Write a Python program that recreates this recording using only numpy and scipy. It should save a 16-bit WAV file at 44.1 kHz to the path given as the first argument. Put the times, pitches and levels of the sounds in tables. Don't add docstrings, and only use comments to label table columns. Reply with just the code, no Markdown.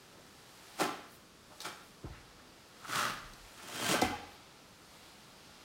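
import sys
import numpy as np
from scipy import signal
from scipy.fft import rfft, irfft, next_fast_len
from scipy.io import wavfile

SR = 44100
rng = np.random.default_rng(int(sys.argv[2]) if len(sys.argv) > 2 else 0)


def inscribe(sig):
    pcm = np.round(np.clip(np.atleast_2d(sig).T, -1, 1) * 32767)
    wavfile.write(sys.argv[1], SR, pcm.astype(np.int16))


N = 248720
TIME = np.arange(N) / SR
LOW_CUT_HZ, HIGH_CUT_HZ = 27, 15900
FADE_DB = 30
BITE_LAW = (0.99, 0.59, 2.4)
PRESS_LAW = (1.16, 0.88, 1.61)

# (frequency [Hz], relative density [dB])
AIR_SPECTRUM = [(15, -27), (25, -1), (42, -2.5), (91, 0.5), (183, 2.5), (389, -0.5), (600, -3.5), (800, -8),
                (1300, -4.5), (2060, -12), (4870, -11), (9550, -19.5), (15500, -27.5)]
RUMBLE_SPECTRUM = [(20, -29), (31, -2), (42, 1), (70, -22), (130, -12.5), (400, -62), (2000, -98)]
PASTE_SPECTRUM = [(100, -14), (400, -3), (800, 10), (1300, 5), (2400, 3.5), (4500, 3), (7000, -9),
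                  (10000, -13), (16000, -25)]
FIZZ_SPECTRUM = [(100, -29), (3000, -10.5), (8000, -6.5), (12000, -11), (16000, -15.5)]
TICK_SPECTRUM = [(100, -20), (1500, -8), (3000, -9), (3700, 3.5), (5400, 1.5), (8000, -6.5), (10000, -8.5),
                 (16000, -15)]
GRIT_SPECTRUM = [(100, -48), (1000, -17.5), (2800, -6), (5500, -7.5), (9000, -8), (11000, -15.5),
                 (16000, -18)]
RASP_SPECTRUM = [(40, -30), (125, -5.5), (400, -12), (680, -7), (950, -7.5), (1170, 2.5), (1350, 1),
                 (1600, -1), (2300, -10), (3200, -9.5), (5000, -14), (8000, -20), (16000, -28.5)]
# (frequency [Hz], t60 [s])
ROOM_DECAY = [(100, 0.82), (300, 0.48), (1000, 0.63), (2200, 0.7), (5000, 0.58), (9000, 0.27), (16000, 0.4)]
# (frequency [Hz], relative level [dB], t60 [s])
WORKTOP_MODES = [(43.3, -5.5, 0.67), (55.7, 4, 0.1), (79, 4, 0.12), (130, 4.5, 0.075)]
BLADE_MODES = [(487, -1.5, 0.088), (882, 6, 0.023), (1360, -5, 0.052), (1588, 2.5, 0.033),
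               (1830, -4.5, .06), (2325, -2.5, .035), (3166, -3, 0.056), (3632, -6.5, 0.055),
               (5380, -10, 0.045), (6600, -9, 0.045), (8740, -6.5, 0.026)]
# (frequency [Hz], t60 [s], relative level at places 0, 1, 2 [dB])
WALL_MODES = [(85.8, 0.59, -31, -32, -18), (122, 0.081, -19, -6.5, -14), (190, 0.088, -5, -4.5, -8),
              (252.3, 0.11, -6.5, -2.5, 1.5), (297.5, 0.076, 0, 0, 3.5), (358, 0.072, 6, -1, -0.5),
              (438.5, 0.074, 3, 2, -27), (478, 0.053, 1.5, 3.5, 7), (574, 0.04, -2, 0.5, -7),
              (718, 0.071, 0.5, 0, 4), (800, 0.032, 5.5, -0.5, 12), (1021, 0.038, 3.5, 1.5, -26),
              (1332, 0.11, 1, -32, -26), (1540, 0.019, -18, -9, -23), (2046, 0.041, -2.5, -4.5, 8),
              (2500, 0.019, 2.5, 5, 8.5), (3120, 0.019, -13, 3, 4.5)]
# (centre [s], level [dB], half-width [s])
RUMBLE_SWELLS = [(3.255, -54, 0.18), (3.46, -65, 0.12)]
# (time [s], relative level [dB])
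WORKTOP_BUMPS = [(2.044, -39), (2.099, -42), (2.171, -51), (4.031, -41)]
# (centre [s], level [dB], half-width [s], band centre [Hz])
PASTE_RUBS = [(0.18, -61, 0.062, 455), (0.804, -34.5, 0.011, 700), (0.93, -52.5, 0.045, 335),
              (0.991, -54.5, 0.011, 400), (1.524, -56, 0.024, 790), (2.051, -42, 0.015, 336),
              (2.077, -55, 0.046, 790), (2.15, -58.5, 0.071, 1640), (2.402, -59.5, 0.018, 1280),
              (2.852, -47, 0.012, 1290), (2.903, -46.5, 0.016, 256), (3.046, -52, 0.097, 172),
              (3.6, -54, 0.023, 1500), (3.945, -28.5, 0.0099, 427), (5.083, -67.5, 0.22, 3320),
              (5.5, -65.5, 0.3, 3900)]
# (centre [s], level [dB])
AFTER_HISSES = [(1.135, -63), (1.87, -71), (4.325, -71)]
# (peak time [s], rise [s], release [s], paste [dB], fizz [dB])
PASTE_SLIDES = [(.05, 0.68, 0.64, -64.5, -75), (.77, 1.76, 0.93, -57.5, -62), (1.62, 0.38, .9, -60, -61),
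                (2.2, 1.1, 3.6, -64, -94), (2.95, 1.4, 2.3, -62, -68), (3.5, 1.8, 2.5, -61, -65.5),
                (4.3, 0.93, 1.4, -59.5, -84), (4.95, .8, 3.2, -61.5, -66.5), (5.63, 0.81, .6, -61, -80)]
# (time [s], relative level [dB], contact [ms], place [index])
WALL_KNOCKS = [(0.8129, -14, 0.64, 0), (0.8292, -18.5, 0.54, 0), (2.04, -10, 5, 0), (4.0204, -4, 0.45, 2),
               (4.043, -5.5, 3.2, 2)]
# (time [s], level [dB], t60 [s])
EDGE_SNAGS = [(.799, -35, 0.022), (1.604, -40, 0.031), (1.615, -43.5, 0.11), (2.958, -35, 0.011),
              (3.335, -49.5, 0.022), (4.016, -28, 0.04)]
# (centre [s], level [dB], half-width [s], pitch [Hz], octave re fundamental [dB])
BLADE_SQUEAKS = [(3.80, -46, .055, 1590, 2), (3.862, -37.5, .018, 1595, -7), (3.897, -40, .015, 1590, -4),
                 (3.955, -37, .01, 1570, -8), (3.997, -42, .025, 1550, -8), (4.134, -41.5, .018, 820, -20),
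                 (4.237, -48.5, .011, 825, -20)]
# (full speed at [s], rise [s], hold [s], release [s], drag [dB], edge bite [dB],
# wall pressure [dB], steel ring [dB], place [index])
TROWEL_STROKES = [ (.809, 0.042, 0.0091, 0.21, -36.5, -37, -29.5, -41, 0),
                  (1.653, 0.03, 0.0074, 0.18, -45.5, -45.5, -45, -45, 0),
                  (2.956, 0.17, 0.1, .21, -34.5, -42, -48, -50, 1),
                  (3.905, 0.39, 0.051, 0.22, -37.5, -36, -34.5, -42, 1),
                  (4.027, 0.005, 0.019, 0.3, -45.5, -46, -38, -55, 2)]


def amp(db):
    return 10 ** (np.asarray(db) / 20)


def unit(x):
    return x / np.sqrt(np.mean(x ** 2) + 1e-20)


def lookup(points, hz):
    points_hz, values = np.transpose(points)
    return np.interp(np.log(hz + 1), np.log(points_hz + 1), values)


def add(mix, at_s, sound):
    part = mix[round(at_s * SR):][:len(sound)]
    part += sound[:len(part)]


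def colour(x, spectrum, size=4096):
    log_gain = np.log(amp(lookup(spectrum, abs(np.fft.fftfreq(size, 1 / SR)))))
    taps = np.fft.ifft(np.exp(np.conj(signal.hilbert(log_gain)))).real[:size // 2]
    return signal.oaconvolve(x, taps / np.linalg.norm(taps))[:len(x)]


def wander(cutoff_hz):
    size = next_fast_len(N)
    lowpass = np.exp(-(np.fft.rfftfreq(size, 1 / SR) / cutoff_hz) ** 2)
    return unit(irfft(rfft(rng.standard_normal(size)) * lowpass, size)[:N])


def grains(per_s, spread_db):
    size = amp(spread_db * np.minimum(rng.exponential(1, N), 4))
    return unit(size * rng.choice([-1, 1], N) * (rng.random(N) < per_s / SR))


def swell(centre_s, half_width_s):
    return np.exp(-2 * np.minimum(((TIME - centre_s) / half_width_s) ** 2, 20))


def effort(at_s, rise_s, hold_s, release_s):
    away = np.maximum(at_s - TIME, 0) / rise_s + np.maximum(TIME - at_s - hold_s, 0) / release_s
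    return amp(-FADE_DB * np.minimum(away, 10))


def ring(modes):
    t = TIME[:SR // 2]
    return sum((-1) ** k * amp(db - 60 * t / t60_s) * np.sin(2 * np.pi * hz * t)
               for k, (hz, db, t60_s) in enumerate(modes))


def resonate(force, modes):
    response = ring(modes)
    return signal.oaconvolve(force, response / np.linalg.norm(response))[:N]


def wall(force, place):
    return resonate(force, [(hz, places_db[place], t60_s) for hz, t60_s, *places_db in WALL_MODES])


def air():
    return amp(-59) * colour(rng.standard_normal(N), AIR_SPECTRUM, size=16384)


def kitchen(x, wet_db, build_s):
    echoes_per_s = 4000
    echoes = rng.choice([-1., 1.], SR) * (rng.random(SR) < echoes_per_s / SR)
    hz, t, bands = signal.stft(echoes, SR, nperseg=256)
    decay = amp(-60 * t / lookup(ROOM_DECAY, hz)[:, None])
    tail = signal.istft(bands * decay, SR, nperseg=256)[1][:SR]
    tail *= 1 - np.exp(-TIME[:SR] / build_s)
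    return x + amp(wet_db) * signal.fftconvolve(x, tail / np.linalg.norm(tail))[:N]


def rumble():
    envelope = sum(amp(db) * swell(at_s, half_width_s) for at_s, db, half_width_s in RUMBLE_SWELLS)
    return envelope * colour(rng.standard_normal(N), RUMBLE_SPECTRUM, size=16384)


def bumps():
    out, boom = np.zeros(N), ring(WORKTOP_MODES)
    for at_s, db in WORKTOP_BUMPS:
        add(out, at_s, amp(db) * boom)
    return amp(-2.5) * out


def rubs(hiss_half_width_s=0.063, hiss_hz=11000):
    out, paste = np.zeros(N), grains(per_s=3600, spread_db=2.5)
    hisses = [(at_s, db, hiss_half_width_s, hiss_hz) for at_s, db in AFTER_HISSES]
    for at_s, db, half_width_s, hz in PASTE_RUBS + hisses:
        edges_hz = [hz / np.sqrt(2), min(hz * np.sqrt(2), HIGH_CUT_HZ)]
        band = signal.butter(2, edges_hz, "band", fs=SR, output="sos")
        out += amp(db) * swell(at_s, half_width_s) * unit(signal.sosfilt(band, paste))
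    return out


def smear(fizz_decay_ratio=1.1):
    paste, fizz = np.zeros((2, N))
    for at_s, rise_s, release_s, paste_db, fizz_db in PASTE_SLIDES:
        paste = np.hypot(paste, amp(paste_db) * effort(at_s, rise_s, 0, release_s))
        fizz = np.hypot(fizz, amp(fizz_db) * effort(at_s, rise_s, 0, release_s / fizz_decay_ratio))
    paste *= grains(per_s=11000, spread_db=3.5)
    fizz *= grains(per_s=11000, spread_db=3.0)
    return colour(paste, PASTE_SPECTRUM) + colour(fizz, FIZZ_SPECTRUM)


def knocks():
    out, t = np.zeros(N), TIME[:SR // 2]
    for at_s, db, contact_ms, place in WALL_KNOCKS:
        progress = t / (contact_ms / 1000) * np.pi
        push = progress * np.exp(-progress)
        add(out, at_s, wall(amp(db) * push / push.sum(), place))
    return amp(10.5) * out


def ticks(ring_db=-7.5):
    bursts, t = np.zeros(N), TIME[:SR // 10]
    for at_s, db, t60_s in EDGE_SNAGS:
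        add(bursts, at_s, amp(db - 60 * t / t60_s) * rng.standard_normal(len(t)))
    return colour(bursts, TICK_SPECTRUM) + amp(ring_db) * resonate(bursts, BLADE_MODES)


def squeaks(pitch_jitter=0.016):
    out = np.zeros(N)
    uneven_time_s = np.cumsum(1 + pitch_jitter * wander(cutoff_hz=199)) / SR
    for at_s, db, half_width_s, hz, octave_db in BLADE_SQUEAKS:
        phase = 2 * np.pi * hz * uneven_time_s
        tone = unit(np.sin(phase) + amp(octave_db) * np.sin(2 * phase))
        out += amp(db) * swell(at_s, half_width_s) * tone
    return out


def scrape(clump_db=1.5):
    clumps = unit(amp(clump_db * wander(cutoff_hz=129)))
    slips = clumps * grains(per_s=3000, spread_db=1.5)
    sand = clumps * grains(per_s=12000, spread_db=2.0)
    shudder = clumps * grains(per_s=2500, spread_db=4.0)
    drag, bite, flex, drum = np.zeros((4, N))
    for at_s, rise_s, hold_s, release_s, drag_db, bite_db, press_db, ring_db, place in TROWEL_STROKES:
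        speed = effort(at_s, rise_s, hold_s, release_s)
        edge, press = (effort(at_s, rise_s / up, hold_s * share, release_s / down)
                       for up, share, down in (BITE_LAW, PRESS_LAW))
        drag += amp(drag_db) * speed
        flex += amp(ring_db) * speed
        bite += amp(bite_db) * edge
        drum += wall(amp(press_db) * press * shudder, place)
    rasp = colour(drag * slips, RASP_SPECTRUM)
    hiss = colour(bite * sand, GRIT_SPECTRUM)
    return rasp + hiss + resonate(flex * shudder, BLADE_MODES) + drum


def scene():
    trowel = scrape() + squeaks() + smear() + rubs() + knocks() + ticks()
    low = kitchen(bumps(), wet_db=-12.0, build_s=0.0069) + rumble()
    return (kitchen(trowel, wet_db=-7.5, build_s=0.0012) + low + air())[None]


def record(dry):
    low_cut = signal.butter(4, LOW_CUT_HZ, "high", fs=SR, output="sos")
    high_cut = signal.firwin(511, HIGH_CUT_HZ, window=("kaiser", 9), fs=SR)
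    return signal.oaconvolve(signal.sosfilt(low_cut, dry), high_cut[None], "same")


dry = scene()
out = record(dry)
inscribe(out)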